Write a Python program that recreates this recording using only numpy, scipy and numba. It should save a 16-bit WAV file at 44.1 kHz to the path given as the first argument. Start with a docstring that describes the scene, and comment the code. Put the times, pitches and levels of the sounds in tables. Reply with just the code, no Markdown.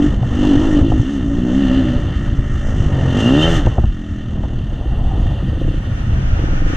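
"""On a rider crossing rough ground, a cased camera hears the single-cylinder four-stroke dirt bike beneath.
Multiples of the firing rate excite the exhaust resonances; near idle each firing rings the pipe by itself.
Noise pulsing with the engine cycle passes through the case resonances as motor clatter. Wind noise buffets
the port, panel and case hum in narrow bands, and bumps push the mount and ring its modes.
One port hears it all; near the end the air noise of a second port fades in."""
import sys
import numpy as np
from scipy import signal
from scipy.fft import rfft, irfft
from scipy.io import wavfile
from scipy.ndimage import uniform_filter1d, minimum_filter1d
from numba import njit

SR = 44100
rng = np.random.default_rng(int(sys.argv[2]) if len(sys.argv) > 2 else 0)


def output_pcm(signal):
    """Save a mono or channel-first signal as 16-bit PCM at the path in sys.argv[1].

    Samples are clipped to [-1, 1] before scaling.
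    """
    pcm = np.clip(np.atleast_2d(signal).T, -1, 1) * 32767
    wavfile.write(sys.argv[1], SR, np.round(pcm).astype(np.int16))


def linear_from_db(decibels):
    """Turn decibels (scalar or array-like) into linear amplitude factors; 0 gives 1."""
    return 10 ** (np.asarray(decibels, float) / 20)


N = 298116
T = np.arange(N) / SR


def unit(x):
    """Normalization: scale to rms 1."""
    return x / np.sqrt(np.mean(x ** 2))


def curves(table):
    """Linear interpolation: the columns of a table as sample-rate curves."""
    s, *columns = np.transpose(table)
    return [np.interp(T, s, c) for c in columns]


def colour(x, points):
    """Spectral shaping: zero-phase gain through (f/Hz, gain/dB) points on a logarithmic frequency axis."""
    hz, db = np.transpose(points)
    f = np.maximum(np.fft.rfftfreq(N, 1 / SR), 1)
    gain = linear_from_db(np.interp(np.log(f), np.log(hz), db))
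    return irfft(rfft(x) * gain, N)


def walk(rate):
    """Slow random fluctuation: levels held 1 / rate s, smoothed twice over that time, rms 1."""
    k = int(SR / rate)
    held = np.repeat(rng.standard_normal(N // 40)[:N // k + 1], k)
    return unit(uniform_filter1d(uniform_filter1d(held, k), k)[:N])


@njit
def svf(x, hz, width):
    """State-variable resonator: a band-pass with a moving centre and gain 1 there."""
    y, b, l = np.empty(len(x)), 0., 0.
    for i in range(len(x)):
        g, k = np.tan(np.pi * hz[i] / SR), width / hz[i]
        v = (b + g * (x[i] - l)) / (1 + g * (g + k))
        b, l, y[i] = 2 * v - b, l + 2 * g * v, k * v
    return y


def band(x, hz, width):
    """Second-order resonance: band-pass at a fixed or moving centre."""
    return svf(x + 1e-18, hz + np.zeros(len(x)), 1. * width)


def tone(f, hz, width):
    """Lorentzian resonance: complex response, 1 at its centre."""
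    return 1 / (1 + 2j * (f - hz) / width)


def steep(x, hz, kind, order=4):
    """Butterworth filtering: maximally flat passband."""
    return signal.sosfilt(signal.butter(order, hz, kind, fs=SR, output="sos"), x)


def wind():
    """Turbulent pressure on the port: lumpy low noise thuds and flaps under a rush, hollow note and hiss."""
    # wind on the port: t/s, deep buffet level/dB, flap level/dB, rush level/dB
    wind_levels = [(0.0, -22, -19.5, -30.5), (0.26, -17.5, -16.5, -38), (0.45, -18, -21.5, -27.5),
                   (0.8, -16, -20.5, -31), (0.97, -24.5, -13.5, -45), (1.09, -24.5, -32, -42),
                   (1.3, -29, -22, -39.5), (1.6, -20, -22, -38), (1.98, -20.5, -16.5, -35.5),
                   (2.33, -21, -17.5, -41.5), (2.62, -19.5, -24, -46.5), (2.85, -18, -18, -32.5),
                   (3.12, -24, -19, -31), (3.3, -28, -21, -33), (3.52, -20, -20, -33),
                   (3.6, -16.5, -16, -31), (3.75, -25.5, -24, -35.5), (3.87, -11, -21, -51),
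                   (3.96, -27.5, -29, -54), (4.37, -29.5, -23, -39), (4.74, -21, -22, -40),
                   (5.0, -17.5, -18, -35.5), (5.5, -19.5, -19.5, -38.5), (5.76, -20, -21.5, -42),
                   (5.92, -26, -19, -40), (6.16, -18.5, -18, -38.5), (6.6, -16.5, -21, -41),
                   (6.76, -21.5, -23, -56)]
    # relative spectrum of the eddies: f/Hz, density/dB per Hz
    buffet_spectrum = [(8.8, -61.5), (15, 1), (60, -8), (103, -14.5), (130, -15), (146, -21), (240, -27),
                       (346, -35), (500, -67.5), (650, -52.5), (1100, -120)]
    # hollow note in the rush: t/s, f/Hz, level/dB
    hollow_note = [(4.6, 620, -51), (4.9, 710, -41), (5.02, 694, -39), (5.11, 780, -33.5), (5.2, 782, -42),
                   (5.31, 644, -36), (5.45, 592, -58)]
    # thin air hiss that grows late: t/s, level/dB
    hiss_level = [(0, -76.5), (4.4, -78.5), (5.0, -68.5), (5.8, -68), (6.3, -67.5), (6.76, -67.5)]
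    deep_db, flap_db, rush_db = curves(wind_levels)
    whistle_hz, whistle_db = curves(hollow_note)

    lumps = linear_from_db(1.2 * walk(22))
    buffet = colour(rng.standard_normal(N) * lumps, buffet_spectrum)
    deep = unit(steep(buffet, 60.0, "low"))
    flap = unit(steep(buffet, 72.3, "high") - 0.11 * steep(buffet, 250, "high", order=1))
    thuds = linear_from_db(deep_db) * deep + linear_from_db(flap_db) * flap

    air = rng.standard_normal(N) * linear_from_db(2.14 * walk(35)) * lumps ** 0.16
    rush = linear_from_db(rush_db) * unit(band(band(air, 500, 600), 463, 500))
    whistle = band(band(rng.standard_normal(N), whistle_hz, 130), whistle_hz, 240)
    whistle = linear_from_db(whistle_db) * unit(whistle)
    hiss = steep(band(rng.standard_normal(N), 8000, 5000), [7000, 14000], "band")
    hiss = linear_from_db(curves(hiss_level)[0]) * unit(hiss)
    return thuds + steep(rush + whistle, 1800, "low") + hiss


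def second_port():
    """Incoherent noise at a second inlet: independent middle and side airs fade in together."""
    # second port fading in: t/s, difference level/dB
    fade = [(5.56, -74), (5.68, -44), (5.9, -39.5), (6.3, -32.5), (6.76, -31)]
    # relative spectrum of its air noise: f/Hz, density/dB per Hz
    air_spectrum = [(35, -24), (60, 7.5), (191, -6), (400, -3), (497, -1.5), (555, -3.5), (721, 0),
                    (1090, -10), (1240, -3), (1450, 0.5), (1900, -9.5), (2300, -9), (2910, -10.5),
                    (4310, -24.5), (6240, -18), (7270, -36), (11000, -45), (14300, -74), (22000, -120)]
    airs = [unit(colour(rng.standard_normal(N), air_spectrum)) for _ in range(2)]
    level = linear_from_db(curves(fade)[0] + 1.2 * walk(30)) * (T > fade[0][0])
    centre, side = level * np.array(airs)
    return 0.48 * centre, side


def hum(hz, width, db):
    """Narrow-band resonance: three band-passes on noise hold one pitch whatever the engine speed."""
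    noise = band(rng.standard_normal(N), hz, 4 * width)
    return linear_from_db(db) * unit(band(band(noise, hz, width), hz, width))


def panel():
    """Structural resonance: a panel hums under load and the case rings at full throttle."""
    # panel of the bike under load: t/s, level/dB
    panel_level = [(1.15, -60), (1.22, -42.5), (1.36, -39.5), (1.45, -41.5), (1.75, -33.5), (1.84, -33.5),
                   (1.95, -27), (2.02, -47), (3.38, -53), (3.47, -23.5), (3.54, -41), (3.65, -65)]
    # rings of the case: f/Hz, width of the narrow filters/Hz
    case_rings = [(2800, 110), (3085, 77), (3610, 49), (12600, 1500)]
    # levels of those rings: t/s, first to fourth ring level/dB
    case_ring_levels = [(3.08, -62, -56, -63, -100), (3.15, -37, -42, -58, -79), (3.22, -35, -46, -49, -76),
                        (3.28, -28, -38, -57, -67.5), (3.34, -30, -32, -39, -76), (3.4, -28, -36, -39, -62),
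                        (3.45, -29, -19, -36.5, -68.5), (3.5, -40, -37, -45, -65),
                        (3.56, -48, -39, -48, -61), (3.62, -52, -43, -47, -75), (3.68, -65, -68, -67, -100)]
    out = hum(572, 30, curves(panel_level)[0])
    for (hz, width), db in zip(case_rings, curves(case_ring_levels)):
        out = out + hum(hz, width, db)
    return out


def knocks():
    """Modal impact: a bump rattles the mount's upper modes, then pushes it and rings the lower ones."""
    # bumps on the mount: t/s, overall level/dB, edge level/dB, length of the push/ms
    bumps = [(0.229, -18, 0.5, 9.6), (0.305, -17, -3, 15), (0.567, -6, -11, 4.6), (0.81, -6, -9, 5.9),
             (0.823, -1.5, -13.5, 14), (0.9185, -15.5, 5.5, 1.8), (0.994, -3.5, -17, 5.06),
             (2.217, -36, 0, 7.1), (2.386, -7.5, -23, 10.4), (3.652, -10, -18, 3.2), (3.667, -2.5, -2, 1.4),
             (3.718, -31, 11, 2.75), (3.7803, -4, 0, 3.4), (3.794, -10, -16, 8.4), (3.829, -24, -1, 3),
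             (3.8377, -4, -8, 4.5), (3.857, -16, -24, 14), (4.4348, -36, 19, 4.9), (4.448, -19.5, -2, 4.9)]
    # modes of the mount before scatter and edge: f/Hz, level/dB, 60 dB decay time/s
    modes = [(65.91, -3.5, 0.1), (105, 5.5, 0.07), (223, -4, 0.05), (315, -5, 0.04), (500, -7, 0.027),
             (640, -6, 0.04), (770, -11, 0.035), (930, -14, 0.014), (1300, -20, 0.011)]
    lead_s, rattle_s = 0.00324, 0.0031  # rattle ahead of the push; time of its peak
    out, t = np.zeros(N + SR), np.arange(SR // 5) / SR
    late = np.maximum(t - lead_s, 0)
    detuning = 0.049 * rng.standard_normal((len(bumps), len(modes)))
    noise = steep(rng.standard_normal((len(bumps), len(t))), [350, 1150], "band", order=3)
    cracks = noise * t / rattle_s * np.exp(1 - t / rattle_s)
    for (s, db, edge_db, ms), shifts, crack in zip(bumps, detuning, cracks):
        push = -np.sin(np.pi * np.clip(late / (ms / 1000), 0, 1)) ** 2
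        ring = 0
        for (f, mode_db, t60), shift in zip(modes, shifts):
            u = t if f > 550 else late  # upper modes start ahead of the push
            size = linear_from_db(mode_db + edge_db * min(f / 600, 1))
            envelope = 1000 ** (-u / t60) * (1 - np.exp(-u / 0.00093))
            ring = ring + size * np.sin(2 * np.pi * f * (1 + shift) * u) * envelope
        i = int(s * SR)
        out[i:i + len(t)] += linear_from_db(db) * (0.78 * push - 1.15 * ring + linear_from_db(edge_db) * crack)
    return steep(out[:N], 2300, "low")


def motor(phase):
    """Source-filter principle: cyclic, partly repeating clatter rattles through the case resonances."""
    # motor, chain and tyres: t/s, clatter level/dB, rasp level relative to it/dB
    clatter_levels = [(0.0, -38, -3), (0.06, -36, -3.5), (0.19, -42, -5), (0.33, -38.5, -3),
                      (0.46, -34.5, 0), (0.82, -35.5, -2.5), (0.832, -44, 1), (0.9, -41.5, 0.5),
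                      (0.93, -39.5, -4), (1.15, -40.5, -1), (1.26, -43, -2.5), (1.75, -35, -1.5),
                      (2.0, -39, -1), (2.4, -40, -7), (2.6, -39, -6.5), (3.09, -37.5, -1.5),
                      (3.115, -35, -1.5), (3.2, -31.5, -3.5), (3.33, -32, -1.5), (3.44, -30, 0),
                      (3.57, -29, -3.5), (3.62, -37.5, -3.5), (3.8, -44.5, -1.5), (4.07, -45.5, -4),
                      (4.56, -46, -1.5), (5.2, -44.5, 1.5), (5.5, -42.5, -0.5), (6.21, -42.5, -2.5),
                      (6.6, -41.5, -3.5), (6.76, -34.5, -5)]
    # resonances of the case: f/Hz, width before widening/Hz, level/dB
    case_modes = [(1388, 210, 0), (1826, 73, 5), (2771, 49, 5.5), (3050, 140, 3), (3527, 60, -2),
                  (4130, 98, -14), (5350, 85, -15.5), (6090, 180, -8), (7380, 220, -18.5),
                  (8600, 120, -25.5), (12700, 500, -30)]
    # broad response of the case before scaling: f/Hz, gain/dB
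    case_bed = [(470, -21.5), (800, 3), (994, -14.5), (1250, 4.5), (1480, -20), (1840, -2), (2370, -15),
                (2810, -1), (3580, -6), (3890, -11.5), (5020, -10), (6390, -2.5), (9750, -23.5),
                (12700, -52), (14400, -65)]
    # treble relative to the clatter: t/s, level/dB
    treble_level = [(0.0, -11), (0.2, -15), (0.45, -11.5), (1.26, -11.5), (1.75, -15), (2.45, -15.5),
                    (2.7, -10.5), (3.0, -13), (3.5, -11), (3.8, -13), (5.1, -15.5), (5.25, -13),
                    (5.4, -16.5), (6.6, -15), (6.76, -16)]
    # single clanks: t/s, rise added to the steady clatter/dB
    clank_levels = [(0.823, 4), (3.204, 8), (3.663, 14.5), (5.27, 4)]
    db, rasp_db = curves(clatter_levels)
    over_db = db + 35
    top_db = db - 36 + 0.1 * over_db
    parts = [(0, 2400, db), (2400, 4900, db + rasp_db),
             (4900, 9500, db + curves(treble_level)[0]), (9500, 16000, top_db)]  # Hz, Hz, dB
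    clanks = 1 + sum(linear_from_db(g) * np.exp(-abs(T - s) / 0.0018) for s, g in clank_levels)
    pulsing = np.exp(0.17 * np.sin(2 * np.pi * phase) + 0.12 * np.sin(4 * np.pi * phase))

    f = np.fft.rfftfreq(N, 1 / SR)
    case = linear_from_db(-4.5) * rfft(colour(1. * (T == 0), case_bed))
    for hz, width, g in case_modes:
        case = case + linear_from_db(g) * abs(tone(f, hz, (1.83 + hz / 8000) * width)) ** 2

    # one short noise burst, the same at every turn of the cycle
    t = np.arange(SR // 40) / SR
    burst = rng.standard_normal(len(t)) * t * np.exp(-2 * t / 0.011)
    cycle_starts = 1. * (np.diff(phase, prepend=0) < 0)
    strokes = unit(signal.oaconvolve(cycle_starts, burst)[:N])
    strokes = linear_from_db(-4 + 0.35 * over_db) * strokes  # the repeating share grows with the clatter

    rattle, out = walk(38), 0  # rough ground moves all bands together
    for lo_hz, hi_hz, part_db in parts:
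        noise = rng.standard_normal(N) * pulsing * clanks + strokes
        noise = noise * linear_from_db(0.5 * rattle + 0.92 * walk(45))
        body = rfft(noise) * case * (f >= lo_hz) * (f < hi_hz)
        out = out + linear_from_db(part_db) * unit(irfft(body, N))
    return out


def lone_putts():
    """Impulse response: near idle each firing rings the damped notes of the pipe once."""
    # firings one at a time: t/s, level/dB
    firings = [(4.725, -19), (4.788, -20), (4.855, -18.5), (5.047, -28), (5.129, -20), (5.173, -15.5),
               (5.254, -20), (5.316, -20), (5.371, -32), (5.424, -16.5), (5.477, -16.5), (5.529, -13.5),
               (5.572, -15), (5.613, -10.5), (5.647, -15.5), (5.679, -11), (5.71, -15.5), (5.739, -15.5),
               (5.772, -22), (5.803, -22.5), (5.835, -23), (5.868, -22), (6.391, -15), (6.437, -13),
               (6.484, -16.5), (6.53, -15.5), (6.575, -18.5), (6.619, -14), (6.662, -13.5), (6.699, -12.5),
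               (6.733, -11)]
    # notes of the pipe before scatter: f/Hz, level/dB, exponential fall time/s
    pipe_notes = [(190, -2.5, 0.0076), (298.5, 5.5, 0.0048), (500, -4, 0.0048), (620, -13.5, 0.0039)]
    out, t = np.zeros(N + SR), np.arange(SR // 10) / SR
    rise = 1 - np.exp(-t / 0.0023)
    detuning = 0.038 * rng.standard_normal((len(firings), len(pipe_notes)))
    for (s, db), shifts in zip(firings, detuning):
        ring = 0
        for (hz, g, fall), shift in zip(pipe_notes, shifts):
            ring = ring + linear_from_db(g) * np.exp(-t / fall) * np.sin(2 * np.pi * hz * (1 + shift) * t)
        i = int(s * SR)
        out[i:i + len(t)] -= linear_from_db(db) * rise * ring
    return out[:N]


def exhaust():
    """Harmonic excitation of resonances, plus gas noise once a cycle; returns sound and cycle position."""
    # engine speed, wavering as the rear wheel grips and slips: t/s, firing rate before smoothing/Hz
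    speed = [(0.0, 48.25), (0.14, 50.6), (0.3, 46.67), (0.46, 51.12), (0.537, 45.75), (0.65, 55.17),
             (0.767, 47.63), (0.845, 55.24), (0.918, 52.63), (0.962, 51.4), (1.006, 56.3), (1.11, 72.9),
             (1.166, 67.27), (1.26, 55.34), (1.338, 55.98), (1.41, 62.2), (1.488, 59.6), (1.602, 70.23),
             (1.688, 62.44), (1.772, 67.2), (1.85, 61.77), (1.976, 61.7), (2.08, 55.36), (2.22, 58),
             (2.38, 55.14), (2.57, 51.55), (2.72, 53.73), (2.8, 50.52), (2.88, 49.27), (3.02, 43.3),
             (3.12, 43.78), (3.284, 62.73), (3.384, 75), (3.434, 80.63), (3.49, 84.82), (3.555, 81.7),
             (3.604, 71.5), (3.66, 59.7), (3.8, 49.4), (3.924, 43.64), (4.07, 41.14), (4.268, 40.66),
             (4.474, 40), (4.652, 35.2), (4.75, 33.05)]
    # exhaust under way: t/s, pipe note level/dB, pipe note f/Hz, low boom level/dB, low boom f/Hz
    exhaust_notes = [(0.0, -9.5, 281, -16, 193), (0.07, -7.5, 280, -38, 190), (0.13, -40, 274, -22.5, 192),
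                     (0.32, -18, 256, -41, 190), (0.44, -7.5, 278, -44, 199), (0.56, -7, 277, -41, 199.7),
                     (0.64, -10, 295.5, -28, 210), (0.71, -10, 289, -25, 213),
                     (0.79, -8.5, 287, -35, 210.4), (0.87, -11.5, 296.4, -42, 198.4),
                     (1.0, -15.5, 281.6, -39, 203.9), (1.1, -15.5, 272, -22, 210),
                     (1.26, -16.5, 269, -23.5, 200.3), (1.5, -9.5, 271.3, -17, 199),
                     (1.62, -12, 271, -15.5, 200.2), (1.77, -9.5, 268, -21, 201),
                     (1.86, -10, 277, -25, 189.8), (1.96, -14.5, 256, -43, 191.8),
                     (2.03, -30, 298, -30, 199.8), (2.3, -28.5, 276, -25.5, 209.7),
                     (2.5, -27, 283, -32.5, 204.5), (2.7, -29, 279, -27.5, 205.9),
                     (2.8, -22.5, 263, -18, 151), (3.04, -26, 260, -13, 125.2),
                     (3.14, -17, 247, -14, 119.6), (3.29, -7, 245, -20.5, 129), (3.4, -7, 284, -12, 149.5),
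                     (3.52, -12, 299, -17, 164.7), (3.6, -18, 285, -17.5, 159.1),
                     (3.84, -48, 286, -51, 199), (3.9, -31, 285, -30, 205), (4.15, -31, 280, -29, 200),
                     (4.4, -31, 260, -28, 190), (4.58, -33, 255, -29, 185), (4.75, -52, 258, -37, 204)]
    # bark above the pipe note: t/s, level/dB, f of its lowest note/Hz
    bark_levels = [(0.0, -42, 500), (0.13, -56, 500), (0.33, -35, 475), (0.47, -38, 495), (0.8, -30.5, 540),
                   (1.05, -40, 556), (1.25, -46, 580.3), (1.5, -33, 582.7), (1.7, -29.5, 558.4),
                   (1.93, -37, 556.6), (2.05, -55, 519.8), (2.55, -52, 490), (2.68, -28, 459),
                   (2.8, -39, 398.2), (2.95, -32.5, 324.8), (3.08, -36, 329.6), (3.15, -24, 450),
                   (3.25, -20, 420), (3.35, -17, 400), (3.48, -15, 440), (3.55, -19, 430), (3.6, -34, 430),
                   (3.9, -59, 478.3), (4.75, -53, 479.2)]
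    # fixed silencer resonances: f/Hz, width/Hz, level relative to the pipe note/dB
    silencer = [(190, 90, -13), (350, 55, -11)]
    # fixed bark resonances: f/Hz, width/Hz, level relative to the bark/dB
    bark_modes = [(570, 100, -5), (770, 300, -14), (1340, 360, -19), (1800, 220, -19)]
    # silencer notes stand out off throttle: t/s, added level/dB
    overrun = [(1.96, -4.5), (2.05, 7), (2.4, 5.5), (2.65, 2.5), (2.85, 2.5), (3.0, 2.5), (3.12, -1),
               (3.84, 0), (3.92, 0.5), (4.3, 2), (4.7, 5.5)]
    scatter_db, jitter_cycles = 1.0, 0.006  # rms scatter of firing level and timing
    smear = 1.2  # how far the pipe spreads a firing in time

    on = slice(int(speed[0][0] * SR), int(speed[-1][0] * SR))
    hz = uniform_filter1d(curves(speed)[0], int(0.008 * SR))[on]
    db, pipe_hz, boom_db, boom_hz = (c[on] for c in curves(exhaust_notes))
    bark_db, growl_hz = (c[on] for c in curves(bark_levels))
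    overrun_db = curves(overrun)[0][on]
    turns = np.cumsum(hz) / SR
    cycles = np.arange(N // 400)
    size = linear_from_db(scatter_db * np.interp(turns, cycles, rng.standard_normal(N // 400)))

    # the harmonics run at a quarter of the rate, their gains at every 128th sample
    coarse, slow = turns[::4], slice(0, None, 128)
    jitter = jitter_cycles * np.interp(coarse, cycles, rng.standard_normal(N // 400))
    spin = np.exp(2j * np.pi * (coarse + jitter))
    pipe_db, bark_slow_db = db[slow], bark_db[slow]
    silencer_db = pipe_db + overrun_db[slow]
    count = int(950 / hz.min())
    sound = 0
    for k in range(1, count):
        f = k * hz[slow]
        pipe = tone(f, pipe_hz[slow], 47.8)
        odd_db = -5 * (k % 2)  # odd multiples of the bark are weaker
        rings = [(pipe, pipe_db), (tone(f, boom_hz[slow], 58), boom_db[slow])]
        rings += [(tone(f, c, w), silencer_db + g) for c, w, g in silencer]
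        rings += [(tone(f, c, w), bark_slow_db + g + odd_db) for c, w, g in bark_modes]
        rings += [(tone(f, growl_hz[slow], 73), bark_slow_db - 5.5)]
        power = np.sqrt(sum((linear_from_db(g) * abs(r) ** 2) ** 2 for r, g in rings))  # powers add
        gain = power * np.exp(1j * smear * np.angle(pipe))
        sound = (sound + np.interp(coarse, turns[slow], gain)) * spin.conj()  # nested sum
    sound = signal.resample_poly((sound * spin ** count).real, 4, 1)[:len(hz)]

    puffs = rng.standard_normal(len(hz)) * np.exp(-(turns % 1) / .5)
    gas = steep(unit(band(puffs, pipe_hz, 58)), 900, "low")
    # fade in over the first fortieth of a cycle, out over the last half cycle
    size = size * np.minimum(1, 2 * (turns[-1] - turns)) * np.minimum(1, 40 * turns)
    out = np.zeros((2, N))
    out[:, on] = size * sound + linear_from_db(db - 19) * gas, turns % 1
    return out


def scene():
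    """Superposition: all sources share one port; second-port air and delayed top treble split the channels."""
    engine_sound, phase = exhaust()
    mid = wind() + panel() + knocks() + motor(phase) + lone_putts() + engine_sound
    centre, side = second_port()
    top = steep(mid - mid[0], 11300, "high", order=10)
    side = side + 0.84 * np.roll(top, 300)  # delay in samples; opposite sign in the two channels
    mid = mid + centre
    return np.array([mid + side, mid - side])


def roll_off(x):
    """The treble ends steeply here."""
    return signal.sosfilt(signal.butter(12, 14500, fs=SR, output="sos"), x)


def record(dry):
    """Peak limiting: a smoothed look-ahead gain holds both channels under a ceiling without grit."""
    ceiling = 0.93  # of full scale
    room = np.minimum(1, ceiling / (abs(dry).max(axis=0) + 1e-9))
    gain = uniform_filter1d(minimum_filter1d(room, size=441), size=441)  # 10 ms windows
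    return roll_off(dry * gain)


dry = scene()
out = record(dry)
output_pcm(out)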